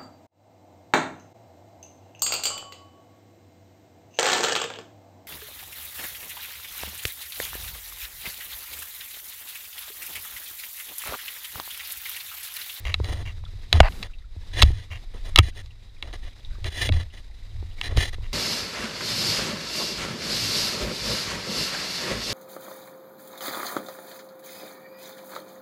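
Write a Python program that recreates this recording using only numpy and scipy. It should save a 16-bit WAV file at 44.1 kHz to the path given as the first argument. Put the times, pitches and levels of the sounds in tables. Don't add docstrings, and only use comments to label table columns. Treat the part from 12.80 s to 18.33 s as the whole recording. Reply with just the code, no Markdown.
import sys
import numpy as np
from scipy import signal
from scipy.fft import rfft, irfft
from scipy.io import wavfile
from scipy.ndimage import uniform_filter1d

SR = 44100
rng = np.random.default_rng(int(sys.argv[2]) if len(sys.argv) > 2 else 0)


def persist_wave(psi):
    counts = np.round(np.clip(psi, -1, 1) * 32767).astype(np.int16)
    wavfile.write(sys.argv[1], SR, np.atleast_2d(counts).T)


N = 243873
TIME = np.arange(N) / SR
FREQS = np.maximum(np.fft.rfftfreq(N, 1 / SR), 1)

# pitch_hz [Hz], width_hz [Hz], relative level_db [dB]
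MOUNT_RESONANCES = [(402, 400, -15.5), (680, 170, -12.5), (1070, 310, -10), (1900, 560, -10.5),
                    (2160, 490, -5), (2790, 150, -0.5), (3140, 300, -10.5), (3900, 380, -17.5),
                    (4700, 440, -20.5), (6170, 1600, -24.5), (10000, 2400, -33), (14000, 3000, -38)]


def from_db(db):
    return 10 ** (np.asarray(db) / 20)


def rms_one(x):
    return x / np.sqrt(np.mean(x ** 2) + 1e-20)


def level(rows):
    return from_db(np.interp(TIME, *np.transpose(rows)))


def drift(rate_hz):
    spectrum = rfft(rng.standard_normal(N))
    return rms_one(irfft(spectrum / (1 + (FREQS / rate_hz) ** 2), N))


def coloured(x, colour):
    hz, db = np.transpose(colour)
    gain = from_db(np.interp(np.log(FREQS), np.log(hz), db))
    gain = gain / (1 + (FREQS / hz[-1] / 2) ** 4)
    gain = gain / (1 + (hz[0] / FREQS / 2) ** 4)
    return rms_one(irfft(rfft(x) * gain, N))


def resonant(x, body):
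    power = 0
    for hz, width, db in body:
        off_pitch = (FREQS - hz * hz / FREQS) / width
        power = power + from_db(db) ** 2 / (1 + off_pitch ** 4)
    return rms_one(irfft(rfft(x) * np.sqrt(power), N))


def lowpass(x, hz):
    return signal.sosfilt(signal.butter(1, hz, fs=SR, output="sos"), x)


def split(x, hz):
    low = irfft(rfft(x) / (1 + (FREQS / hz) ** 4), N)
    return low, x - low


def focus(x, hz, q):
    return signal.lfilter(*signal.iirpeak(hz, q, fs=SR), x)


def even(x, size):
    return x / np.sqrt(uniform_filter1d(x ** 2, size) + 1e-6)


def dying(t, t60):
    return from_db(-60 * t / t60)


def ring(t, hz, t60):
    return np.sin(2 * np.pi * hz * t) * dying(t, t60)


def burst(t, t60):
    return rng.standard_normal(len(t)) * dying(t, t60)


def add(out, start_s, peak_db, sound):
    at = round(start_s * SR)
    scaled = from_db(peak_db) * sound / np.abs(sound).max()
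    out[at:at + len(sound)] += scaled[:N - at]


def swell(crest_s, db, db_per_s):
    round_s = 0.014
    distance_s = np.hypot(TIME - crest_s, round_s) - round_s
    return from_db(db - db_per_s * distance_s)


def touching(start_s, end_s, edge_s):
    inside_s = np.minimum(TIME - start_s, end_s - TIME)
    return np.clip(inside_s / edge_s + .5, 0, 1)


def wash_and_bubbles(bubbles_per_s, bubble_db, cycles):
    # time_s [s], level_db [dB]
    heard_level = [(0, -52), (0.6, -55), (0.8, -54.5), (1.2, -48), (1.29, -60.5), (1.5, -61), (1.75, -49),
                   (2.07, -55.5), (2.55, -54.5), (2.73, -60), (3.1, -60), (3.3, -56), (3.8, -54),
                   (4.5, -57), (4.85, -54), (5.53, -52.5)]
    # pitch_hz [Hz], relative level_db [dB]
    wash_colour = [(150, 8), (300, 1.5), (600, -3), (900, -5.5), (1550, -8), (1950, -1.5), (2700, -6.5),
                   (3200, -7), (3850, 2), (4400, -7.5), (4850, -4), (5600, -11.5), (9000, -18.5),
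                   (15500, -27.5)]
    bubbles, t = np.zeros(N), TIME[:SR // 20]
    for when, pitch, strength in rng.random((int(bubbles_per_s * N / SR), 3)):
        hz = 500 * 9 ** pitch
        bubble = ring(t + 3 * t * t, hz, cycles / hz)
        add(bubbles, when * TIME[-1], bubble_db - 18 * np.sqrt(strength), bubble)
    uneven_noise = rng.standard_normal(N) * from_db(1.9 * drift(25))
    return level(heard_level) * (coloured(uneven_noise, wash_colour) + bubbles)


def drips(t60, q):
    # start_s [s], peak_db [dB], pitch_hz [Hz]
    big_drops = [(0.651, -37.5, 3500), (0.660, -46, 1380), (1.335, -43.5, 2640), (1.385, -47, 3830),
                 (2.906, -45, 2740), (3.648, -34, 3610), (3.750, -46.5, 1200), (4.983, -39.5, 2070)]
    drops_per_s, loudest_db, range_db = 14, -48.5, 9
    low_hz, high_hz = 1300, 4000
    drops = list(big_drops)
    for when, weak, pitch in rng.random((int(drops_per_s * N / SR), 3)):
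        hz = low_hz * (high_hz / low_hz) ** pitch
        drops.append((when * TIME[-1], loudest_db - range_db * weak, hz))
    out, t = np.zeros(N), TIME[:SR // 20]
    for start_s, peak_db, hz in drops:
        spatter = burst(t, t60)
        add(out, start_s, peak_db, focus(focus(spatter, hz, q), hz, q))
    return out


def rumble(scuff_gain, mount_gain):
    # crest_s [s], level_db [dB], swell and fade db_per_s [dB/s]
    heaves = [(0.28, -27, 46), (0.63, -36.5, 130), (0.76, -34.5, 377), (1.01, -21.5, 219.5),
              (1.868, -17, 168), (2.611, -20, 244.5), (2.83, -39, 90), (3.74, -37.5, 120),
              (3.859, -26.5, 333), (4.129, -20, 154), (4.80, -30.5, 129), (5.171, -21, 189),
              (5.40, -30.5, 216)]
    # time_s [s], level_db [dB]
    sway_level = [(0.0, -38.5), (0.91, -37.5), (1.03, -25), (1.09, -36), (1.66, -39.5), (1.86, -22),
                  (2.03, -44.5), (2.6, -25.5), (2.63, -33), (3.0, -48.5), (3.45, -32.5), (3.57, -52),
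                  (3.67, -31.5), (4.05, -42.5), (4.14, -20), (4.24, -42), (5.53, -31)]
    # pitch_hz [Hz], relative level_db [dB]
    rumble_colour = [(25, -17), (45, -8.5), (65, -2.5), (98, -2), (118, -10), (145, -21), (220, -21.5),
                     (400, -30.5)]
    # pitch_hz [Hz], relative level_db [dB]
    sway_colour = [(10, -4.5), (20, 12), (32, 2), (50, -1), (80, -32)]
    shake = even(coloured(rng.standard_normal(N), rumble_colour), size=2200)
    sway = even(coloured(rng.standard_normal(N), sway_colour), size=5000)
    causes = [swell(*heave) for heave in heaves]
    causes.append(from_db(-52.5))
    causes.append(from_db(8.5) * scuff_gain)
    causes.append(from_db(1.5) * mount_gain)
    shake_gain = np.sqrt(sum(gain ** 2 for gain in causes))
    return shake * shake_gain + from_db(1) * sway * level(sway_level)


def thumps(rise_s):
    # start_s [s], peak_db [dB], pitch_hz [Hz], t60_s [s]
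    bounces = [(0.203, -15.5, 82, 0.044), (0.9340, -11, 78.9, 0.21), (1.002, -2, 76.1, 0.05),
               (1.023, -13.5, 31.4, .15), (1.5620, -28, 79.2, 0.12), (1.827, -4, 65.3, 0.06),
               (2.586, -2, 90.7, 0.045), (3.2250, -33, 74, 0.078), (4.098, -11, 80.6, 0.2),
               (5.175, -8.5, 88, 0.03)]
    out, t = np.zeros(N), TIME[:SR // 3]
    for start_s, peak_db, hz, t60 in bounces:
        add(out, start_s, peak_db, ring(t, hz, t60) * (1 - np.exp(-t / rise_s)))
    return out


def strap(x, top_hz):
    return signal.sosfilt(signal.butter(4, top_hz, fs=SR, output="sos"), x)


def friction(slips_per_s, spread_db, judder_db):
    slips = (rng.random(N) < slips_per_s / SR) * rng.standard_normal(N)
    return slips * from_db(spread_db * rng.standard_normal(N) + judder_db * drift(31))


def cloth_gains(edge_s, flutter_db):
    # start_s [s], fastest_s [s], end_s [s], hiss_db [dB], treble tilt_db [dB],
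    # low scuff_db [dB], swell and fade db_per_s [dB/s]; case_rubbing() trims hiss and scuff overall
    cloth_rubs = [ (0.237, 0.323, 0.43, -43, 3.5, -45.5, 30), (0.933, 0.933, 1.005, -31, -4, -34.5, 107),
                  (1.224, 1.24, 1.273, -42, -0.5, -48.5, 120), (1.732, 1.808, 1.830, -27, -2.5, -39, 165),
                  (1.845, 1.855, 1.925, -38, 1, -46.5, 130), (1.933, 1.974, 2.045, -47.5, -2, -61, 44),
                  (2.337, 2.348, 2.388, -53, 4.5, -52, 100), (2.446, 2.487, 2.500, -47.5, 6.5, -50.5, 162),
                  (2.626, 2.666, 2.705, -36, 3, -49.5, 283), (2.749, 2.793, 2.820, -44, 3.5, -53, 278),
                  (3.224, 3.244, 3.32, -47.5, -6, -50, 101), (3.328, 3.337, 3.365, -42, -1.5, -46.5, 283),
                  (3.420, 3.476, 3.49, -44.5, -6.5, -51.5, 131), (3.843, 3.864, 3.897, -37.5, -2, -45, 200),
                  (3.901, 4.03, 4.092, -25.5, 2.5, -39, 172), (4.120, 4.140, 4.236, -40, -2, -47, 45),
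                  (4.324, 4.368, 4.410, -44.5, -1, -55.5, 282),
                  (5.012, 5.051, 5.085, -30.5, -2.5, -45, 364), (5.089, 5.102, 5.2, -45, -7, -47, 70),
                  (5.168, 5.203, 5.298, -27, 2, -41, 150), (5.329, 5.334, 5.352, -39.5, 1, -50, 350), ]
    gains = np.zeros((3, N))
    for start, fastest, end, hiss_db, tilt_db, scuff_db, db_per_s in cloth_rubs:
        motion = touching(start, end, edge_s) * swell(fastest, 0, db_per_s)
        gains += np.outer(from_db([hiss_db, hiss_db + tilt_db, scuff_db]), motion)
    return gains * from_db(flutter_db * drift(30))


def case_rubbing(hiss_gain, treble_gain, scuff_gain):
    # pitch_hz [Hz], width_hz [Hz], relative level_db [dB]
    hiss_body = [(1740, 150, -3.5), (1942, 240, 0), (2420, 160, -7), (2950, 350, -4.5), (3410, 200, -1.5),
                 (3985, 240, -3), (4710, 400, -12), (5420, 400, -14), (6310, 560, -15), (7030, 650, -20.5),
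                 (9040, 710, -16), (10500, 1000, -27.5), (13100, 5100, -32.5)]
    # pitch_hz [Hz], width_hz [Hz], relative level_db [dB]
    scuff_body = [(280, 190, -0.5), (450, 500, -0.5), (718, 67, -0.5), (1130, 380, -7)]
    slips = friction(slips_per_s=15000, spread_db=2.0, judder_db=2.73)
    middle, treble = split(resonant(slips, hiss_body), hz=6530)
    hiss = middle * hiss_gain + treble * treble_gain
    scuff = resonant(slips, scuff_body) * scuff_gain
    return from_db(-1.8) * hiss + from_db(2.0) * scuff


def scrape():
    # pitch_hz [Hz], relative level_db [dB]
    scrape_colour = [(180, -50), (300, -28), (550, -10.5), (680, 0.5), (1050, -4.5), (1350, -12),
                     (1850, -3), (2250, -12.5), (2650, -9.5), (3450, -23.5), (4720, -19.5), (5570, -35.5),
                     (15500, -51)]
    slips = friction(slips_per_s=3800, spread_db=2.0, judder_db=0.5)
    contact = touching(start_s=1.030, end_s=1.087, edge_s=0.003)
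    return from_db(-28) * coloured(slips, scrape_colour) * contact


def brush():
    # pitch_hz [Hz], relative level_db [dB]
    brush_colour = [(180, 0.5), (300, -13), (708, -21), (863, -20.5), (4490, -30), (12100, -31.5),
                    (15500, -38)]
    contact = touching(start_s=1.087, end_s=1.225, edge_s=0.0094)
    return from_db(-44.5) * coloured(rng.standard_normal(N), brush_colour) * contact


def slip_gain(edge_s):
    # start_s [s], end_s [s], level_db [dB]
    joint_slips = [(0.052, 0.132, -27.5), (0.454, 0.518, -36.5), (2.104, 2.182, -33.5), (5.432, 5.472, -43)]
    peak_delay_s, fade_db_per_s = 0.019, 220
    gain = np.zeros(N)
    for start, end, db in joint_slips:
        gain += touching(start, end, edge_s) * swell(start + peak_delay_s, db, fade_db_per_s)
    return gain


def mount_sliding(mount_gain):
    slips = friction(slips_per_s=3400, spread_db=3.0, judder_db=0.5)
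    return from_db(-5.5) * resonant(slips, MOUNT_RESONANCES) * mount_gain


def knocks(overtone, overtone_db, soft_hz):
    # start_s [s], peak_db [dB], pitch_hz [Hz]
    blunt_hits = [(0.1425, -25, 845), (0.2011, -18.5, 430), (0.639, -34.5, 980), (0.7350, -41.5, 370),
                  (0.9289, -7, 1110), (0.9546, -17, 910), (1.0030, 3, 1750), (1.0042, 14.5, 690),
                  (1.564, -37.5, 317), (1.8240, -0.5, 1034), (1.8306, -13, 573), (1.835, -15.5, 238),
                  (1.904, -26, 345), (2.347, -32, 440), (2.5600, -23.5, 694), (2.5846, -11, 860),
                  (2.5880, -2, 710), (2.5900, -8, 327.5), (2.6850, -33, 362), (3.7850, -38.5, 403),
                  (4.092, -16, 624), (4.0980, -18, 262), (4.827, -31, 380), (5.1250, -26.5, 517),
                  (5.1740, -15.5, 593), (5.178, -18.5, 328), (5.384, -34.5, 453)]
    out, t = np.zeros(N), TIME[:SR // 12]
    for start_s, peak_db, hz in blunt_hits:
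        t60 = 5.8 / hz
        wall = ring(t, hz, t60)
        upper = from_db(overtone_db) * ring(t, overtone * hz, t60)
        add(out, start_s, peak_db, lowpass(wall + upper, soft_hz))
    return out


def scatter(size, mean_s, step_hz):
    hz = np.fft.rfftfreq(size, 1 / SR)
    delays = mean_s * np.minimum(rng.exponential(1, 200), 3)
    delay = np.interp(hz / step_hz, np.arange(len(delays)), delays)
    phase = -2j * np.pi * np.cumsum(delay) * hz[1]
    return irfft(np.exp(phase), size)[:size // 2]


def snaps(uneven_db, scatter_s, crack_db, crack_t60, tail_db, tail_t60, focus_q):
    # start_s [s], level_db [dB, rms of the first 4 ms], colour centre_hz [Hz]
    joint_snaps = [(0.052, -40, 2340), (0.081, -38, 2380), (0.1411, -16, 2470), (0.2440, -33.5, 4040),
                   (0.9276, -9, 3420), (1.0030, -6, 1840), (1.122, -42, 3500), (1.228, -28, 3700),
                   (1.233, -33.5, 3740), (1.8187, -11.5, 3900), (1.8228, -6, 3800), (1.8295, -12.5, 4170),
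                   (2.5592, -6.5, 3680), (2.5757, -18, 2520), (2.5872, 0.5, 2900), (2.8600, -49.5, 5040),
                   (3.2251, -27.5, 2590), (3.3280, -43, 2800), (3.8430, -32, 4400), (4.09, -23, 2840),
                   (4.1230, -29, 3810), (5.0124, -22.5, 2780), (5.1721, -25, 5200), (5.343, -40, 2470)]
    # pitch_hz [Hz], relative level_db [dB], t60_s [s]
    mount_modes = [(790, -18, 0.041), (1000, -7.5, 0.013), (1270, -8, 0.021), (1350, -12.5, 0.0061),
                   (1860, -5.5, 0.0079), (2214, -8, 0.02), (2675, -3, 0.011), (2830, -2, 0.0081),
                   (3390, -2, 0.0074), (3948, -5, 0.016), (4530, -7.5, .008), (5370, -15.5, 0.013),
                   (6480, -18.5, 0.012), (7300, -18, 0.005), (8700, -23, 0.0056), (10800, -22.5, 0.0039)]
    out, t = np.zeros(N), TIME[:SR // 10]
    mount_noise = resonant(rng.standard_normal(N), MOUNT_RESONANCES)
    for start_s, db, centre_hz in joint_snaps:
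        at = round(start_s * SR)
        strengths = from_db(uneven_db * rng.standard_normal(len(mount_modes)))
        modes = np.zeros(len(t))
        for k, (hz, mode_db, t60) in enumerate(mount_modes):
            modes += (-1) ** k * strengths[k] * from_db(mode_db) * ring(t, hz, t60)
        force = scatter(size=2048, mean_s=scatter_s, step_hz=317)
        crack = from_db(crack_db) * burst(t, crack_t60)
        struck = signal.fftconvolve(force, modes)[:len(t)] + crack
        tail = np.roll(mount_noise, -at)[:len(t)] * from_db(tail_db) * dying(t, tail_t60)
        snap = (focus(struck, centre_hz, focus_q) + tail)[:N - at]
        out[at:at + len(snap)] += from_db(db) * snap / snap[:SR // 250].std()
    return out


def scene():
    hiss_gain, treble_gain, scuff_gain = cloth_gains(edge_s=0.007, flutter_db=0.5)
    mount_gain = slip_gain(edge_s=0.0011)
    lake = wash_and_bubbles(bubbles_per_s=45, bubble_db=7.5, cycles=22) + drips(t60=.05, q=5.6)
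    body = strap(thumps(rise_s=0.01) + rumble(scuff_gain, mount_gain), top_hz=122)
    rubs = case_rubbing(hiss_gain, treble_gain, scuff_gain) + scrape() + brush()
    sliding = mount_sliding(mount_gain)
    blows = knocks(overtone=2.1, overtone_db=-11.0, soft_hz=2600)
    cracks = snaps(uneven_db=2.5, scatter_s=.0004, crack_db=-11.5, crack_t60=0.012,
                   tail_db=-29, tail_t60=0.057, focus_q=1.0)
    return (lake + body + rubs + sliding + blows + cracks)[None]


def record(dry):
    cutoff_hz = 15400
    clipped = dry / (1 + (dry / .97) ** 6) ** (1 / 6)
    return signal.sosfilt(signal.ellip(10, .1, 70, cutoff_hz, fs=SR, output="sos"), clipped)


dry = scene()
out = record(dry)
persist_wave(out)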